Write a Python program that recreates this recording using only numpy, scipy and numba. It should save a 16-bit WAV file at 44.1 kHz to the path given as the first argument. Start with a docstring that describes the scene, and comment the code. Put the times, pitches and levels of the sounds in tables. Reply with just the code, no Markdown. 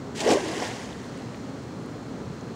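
"""Cast net on a lake

A weighted cast net lands on a lake a few metres from a phone on a concrete wall.
The weights smack the surface (short bursts of bright hiss), trapped air pockets ring low (gliding, dying sines),
and thrown spray rains back (a shower of tiny bubbles over noise), thinning to fizz with lone drops.
Behind it: wind and water rumble (shaped noise), a faint motor whine (steady sines) and soft low tones.
"""
import sys
import numpy as np
from scipy import signal
from scipy.fft import rfft, irfft
from scipy.io import wavfile
from scipy.ndimage import uniform_filter1d
from numba import njit

SR = 44100
rng = np.random.default_rng(int(sys.argv[2]) if len(sys.argv) > 2 else 0)


def to_wav(sig):
    """Store sig (one row per channel, or 1-D mono) as 16-bit WAV at the path in sys.argv[1].

    Samples outside -1..1 are clipped; the rate is SR.
    """
    pcm = np.clip(np.atleast_2d(sig), -1, 1) * 32767
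    pcm = np.round(pcm).astype(np.int16)
    wavfile.write(sys.argv[1], SR, pcm.T)  # frames by channels


def undo_db(level):
    """Turn decibels back into plain size, where 20 dB means ten times bigger."""
    steps = np.asarray(level, float) / 20
    return 10 ** steps


N = 112454  # length in samples
RISE_PER_CYCLE = 0.0092  # a bubble near the surface glides up by this share of its pitch each cycle


def unit(x):
    """Scale to an rms of 1."""
    return x / np.sqrt(np.mean(x ** 2))


def colour(x, table):
    """Flatten the broad spectrum of x, give it the shape of (Hz, dB) points, and scale to an rms of 1."""
    hz, db = np.array(table).T
    freqs = np.fft.rfftfreq(N, 1 / SR) + 1
    spectrum = rfft(x)
    flat = spectrum / np.sqrt(uniform_filter1d(abs(spectrum) ** 2, size=1500))
    shape_db = np.interp(np.log(freqs), np.log(hz), db, left=-90, right=-90)
    return unit(irfft(flat * undo_db(shape_db), N))


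def curve(table):
    """Gain over time from (s, dB) points; silent before the first, sinking by 20 dB after the last."""
    t, db = np.array(table).T
    times = np.r_[t[0] - .02, t, t[-1] + .4]
    levels = np.r_[-90, db, db[-1] - 20]
    return undo_db(np.interp(np.arange(N) / SR, times, levels))


def walk(rate):
    """A smooth random wander: random values held for 1 / rate seconds, then smoothed twice."""
    hold = int(SR / rate)
    steps = np.repeat(rng.standard_normal(N // hold + 1), hold)
    smooth = uniform_filter1d(uniform_filter1d(steps, hold), hold)
    return 1.56 * smooth[:N]  # brings the spread back to about 1


@njit
def bubbles(start_s, hz, cycles, gain, rise, n):
    """Each bubble swells quickly, dies away at a pace set by `cycles` and glides up in pitch."""
    out = np.zeros(n)
    for k in range(len(start_s)):
        first = int(start_s[k] * SR)
        step = hz[k] / SR  # cycles per sample
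        phase = 0.
        for j in range(min(int(6 * cycles[k] / step), n - first)):
            c = j * step
            phase += 2 * np.pi * min(step * (1 + rise * c), .45)
            swell = 1 - np.exp(-3 * c / cycles[k])
            decay = np.exp(-c / cycles[k])
            # 2.1 lifts the top of swell * decay to about 1
            out[first + j] += gain[k] * swell * decay * 2.1 * np.sin(phase)
    return out


def swarm(per_s, lo_hz, hi_hz, cycles, spread_db):
    """A random shower of bubbles; a few are much louder than the rest."""
    when, pitch, ring, loudness = rng.random((int(per_s * N / SR), 4)).T
    hz = lo_hz * (hi_hz / lo_hz) ** pitch
    gain = undo_db(-spread_db * np.log(1 - loudness))
    return bubbles(when * N / SR, hz, cycles * (.5 + ring), gain, RISE_PER_CYCLE, N)


# spectrum of the rumble of wind and water: (frequency [Hz], relative level per Hz [dB])
LAKE_SPECTRUM = [(15, -69), (25, -49), (36, -23.5), (59, -12.5), (117, -1), (190, -2.5), (263, -0.5),
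                 (293, -3), (317, -6), (451, -6.5), (624, -13.5), (1260, -18.5), (2610, -30), (4250, -32.5),
                 (7110, -34.5), (12200, -56), (16000, -51)]
# gusts over the water: (time [s], level [dB])
GUST_LEVEL = [(0, 1), (.4, -0.5), (.95, 0), (1.1, 0), (1.4, 0), (1.52, 0), (1.62, 0), (1.75, 0), (1.9, 0),
              (2.05, -0.5), (2.15, 0.5), (2.3, 1), (2.55, 0.5)]


def lake():
    """Wind and water: octave bands of noise follow the gusts and flicker separately, the bass most."""
    spectrum = rfft(colour(rng.standard_normal(N), LAKE_SPECTRUM))
    octave = np.log2(np.fft.rfftfreq(N, 1 / SR) + 1)
    swell_db = np.interp(np.arange(N) / SR, *np.array(GUST_LEVEL).T)
    out = 0
    for k in np.arange(4, 15.):  # band centres at 2 ** k Hz
        band = irfft(spectrum * np.clip(1 - abs(octave - k), 0, 1), N)
        gusty = np.clip((11.5 - k) / 4, .15, 1)
        out = out + band * undo_db(gusty * (swell_db + .8 * walk(9)))
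    return unit(out) * undo_db(-36)


# steady whine of the motor: (frequency [Hz], level [dB])
MOTOR_LINES = [(872.1, -87), (1351, -64.5), (3316, -75.5), (4075, -70.5), (4134, -77), (4194, -70.5),
               (4253, -67), (4484, -72)]


def motor():
    """A distant motor: thin lines of fixed pitch that waver slightly in level."""
    t = np.arange(N) / SR
    out = 0
    for hz, db in MOTOR_LINES:
        wavering = np.sqrt(2) * undo_db(db + 0.5 * walk(5.1))
        out = out + wavering * np.sin(2 * np.pi * (hz * t + rng.random()))
    return out


# faint low tones that come and go: (start [s], length [s], frequency [Hz], level [dB])
LOW_TONES = [(0.05, 0.17, 404, -43.5), (0.406, 0.2, 316.3, -36), (1.001, 0.12, 268, -44.5),
             (1.43, 0.14, 267, -41), (2.08, 0.12, 262, -46.5)]


def tones():
    """Soft notes: sines of fixed pitch that swell and fade."""
    t = np.arange(N) / SR
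    out = 0
    for start, length, hz, db in LOW_TONES:
        swell = np.sin(np.pi * np.clip((t - start) / length, 0, 1)) ** .5
        out = out + np.sqrt(2) * undo_db(db) * swell * np.sin(2 * np.pi * hz * t)
    return out


# lone drops, before dulling: (time [s], peak level [dB], frequency [Hz], ring [cycles])
LONE_DROPS = [(.516, -35, 9500, 4.8), (.568, -44, 11000, 2), (.618, -38, 5170, 8), (.837, -44, 10500, 3),
              (.857, -38, 4500, 3), (.900, -46, 9500, 2), (.932, -41, 7800, 3), (1.028, -44, 7500, 2),
              (1.158, -47, 4300, 3), (1.1766, -36, 8000, 2), (1.200, -48, 8250, 3), (1.3455, -31, 2200, .6),
              (1.358, -45, 13500, 4), (1.761, -50, 9700, 3), (1.789, -54, 8050, 6),
              (1.800, -55, 10500, 3.7), (1.826, -47, 9800, 2.5), (1.8615, -38, 8900, 1.2),
              (1.916, -51, 10200, 2.7), (2.410, -41, 6250, 4.3)]


def drops():
    """Ticks of single drops, and a thin patter of tiny ones dripping from rope and hands, ring as bubbles."""
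    s, db, hz, cycles = np.array(LONE_DROPS, float).T
    ticks = bubbles(s, hz, cycles, undo_db(db), RISE_PER_CYCLE, N)
    patter = undo_db(-66) * swarm(60, 4000., 11000., cycles=3.0, spread_db=2.5)
    patter = patter * (np.arange(N) > .4 * SR)  # starts at 0.4 s
    dull = signal.butter(2, 10500., fs=SR, output="sos")
    return signal.sosfilt(dull, ticks + patter)


# large air pockets: (time [s], peak level [dB], frequency [Hz], ring [cycles])
AIR_POCKETS = [(.214, -29.5, 764, 5.6), (.253, -22, 663, 2.9), (.261, -12.5, 424, 3),
               (.277, -13.5, 529, 2.6), (.286, -12.5, 430, 2.35), (0.297, -18, 1040, 1),
               (.302, -13.5, 307, 1.35), (0.31, -10.5, 438, 1.8), (.318, -16, 683, 4),
               (0.32, -16.5, 279, 2), (.333, -11, 455, 1.56), (0.345, -16, 382, 1.7),
               (0.355, -16, 388, 2.2), (.371, -17, 572, 2.8), (.423, -28.5, 346, 3.4),
               (.455, -31.5, 556, 4.3), (.623, -19, 730, 1.95), (.624, -23, 930, 2),
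               (0.776, -30.5, 253, 1.9)]
# spectrum of the churning small pockets: (frequency [Hz], relative level per Hz [dB])
CHURN_SPECTRUM = [(150, -2), (250, -9.5), (400, 0.5), (700, -2.5), (1100, -7), (1250, -18.5), (1500, -34)]
# loudness of the churn: (time [s], level [dB])
CHURN_OVER_TIME = [(.18, -42), (.245, -31), (.27, -24.5), (.32, -21.5), (.36, -28), (.42, -35.5),
                   (.5, -32.5), (.64, -32.5), (.7, -36.5), (.9, -44), (1.0, -67)]


def pockets():
    """The weights drag air under: a few large pockets ring over a churn of small ones and rushing water."""
    s, db, hz, cycles = np.array(AIR_POCKETS, float).T
    large = bubbles(s, hz, cycles, undo_db(db), RISE_PER_CYCLE, N)
    small = unit(swarm(900, 207.7, 1464.0, cycles=4.34, spread_db=1.5))
    rushing = undo_db(3.5) * rng.standard_normal(N)
    return large + colour(small + rushing, CHURN_SPECTRUM) * curve(CHURN_OVER_TIME)


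def droplets():
    """Thousands of tiny bubbles a second fizz over a hiss: the raw stuff of spray and smacks."""
    fizz = unit(swarm(6000, 1200., 15000., cycles=2.5, spread_db=2.1))
    return fizz + undo_db(-2) * rng.standard_normal(N)


# spectrum of the falling spray: (frequency [Hz], relative level per Hz [dB])
SPRAY_SPECTRUM = [(1000, -33), (1350, -5.5), (1600, 1.5), (1900, 4.5), (2530, -3.5), (2800, -0.5),
                  (4100, -6), (5100, -4.5), (6400, -6), (7400, -8.5), (10100, -19), (12900, -33),
                  (14800, -33), (15700, -30)]
# spray falling on the water: (time [s], level [dB])
SPRAY_OVER_TIME = [(.152, -43), (.158, -44.5), (.22, -39.5), (.265, -33.5), (.30, -28), (.335, -33),
                   (.35, -34.5), (.42, -38.5), (.51, -37.5), (.66, -35), (.72, -40), (.87, -44.5),
                   (.94, -50), (1.2, -53), (1.6, -59.5)]


def spray(grains):
    """Thrown water rains back: the droplets follow the loudness curve and flicker quickly."""
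    flicker = undo_db(0.43 * walk(59.9))
    return colour(grains, SPRAY_SPECTRUM) * curve(SPRAY_OVER_TIME) * flicker


# weights smacking the surface: (time [s], peak level [dB], time to decay by 60 dB [s])
WEIGHT_SMACKS = [(.157, -29.5, .3), (0.1713, -23.5, 0.17), (.1935, -21, 0.072), (0.2027, -15.5, 0.11),
                 (.2486, -21, 0.068), (.2733, -18.5, 0.065), (0.3023, -15, 0.1), (0.312, -13, 0.085),
                 (.322, -20, 0.064), (0.332, -12, 0.051), (0.4815, -25, 0.084), (.649, -33, .1)]
# spectrum of the smacks: (frequency [Hz], relative level per Hz [dB])
SMACK_SPECTRUM = [(1000, -28), (1500, -4), (2100, 0), (3100, 3), (4800, -1.5), (7400, -2), (10500, -16.5),
                  (13000, -27), (15000, -29), (15700, -26)]


def smacks(grains):
    """Each weight that hits throws a sudden brighter burst of droplets, which then dies away."""
    crest_db = 11  # the listed peak stands this far over the hiss of the burst
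    t = np.arange(N) / SR
    power = 0
    for s, db, t60 in WEIGHT_SMACKS:
        attack = np.clip((t - s) / 0.00095, 0, 1)  # about 1 ms
        fall_db = 60 * np.clip(t - s, 0, 1) / t60
        power = power + attack * undo_db(db - crest_db - fall_db) ** 2
    # half a turn in time, so that these grains differ from the spray's at each moment
    return colour(np.roll(grains, N // 2), SMACK_SPECTRUM) * np.sqrt(power)


def scene():
    """All sources at the phone, in one channel."""
    grains = droplets()
    background = lake() + motor() + tones()
    splash = drops() + pockets() + spray(grains) + smacks(grains)
    return (background + splash)[None]


def band_limit(x):
    """A steep low-pass at the top of the band."""
    return signal.sosfilt(signal.butter(12, 17070, fs=SR, output="sos"), x)


def record(dry):
    """The phone rounds the peaks softly, then cuts the deep bass and the top."""
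    rounded = np.tanh(1.465 * dry) / 1.53
    bass_cut = signal.butter(4, 42, "high", fs=SR, output="sos")
    top_cut = signal.ellip(10, .2, 50, 15720, fs=SR, output="sos")
    mix = signal.sosfilt(np.r_[bass_cut, top_cut], rounded)
    return band_limit(mix)


dry = scene()
out = record(dry)
to_wav(out)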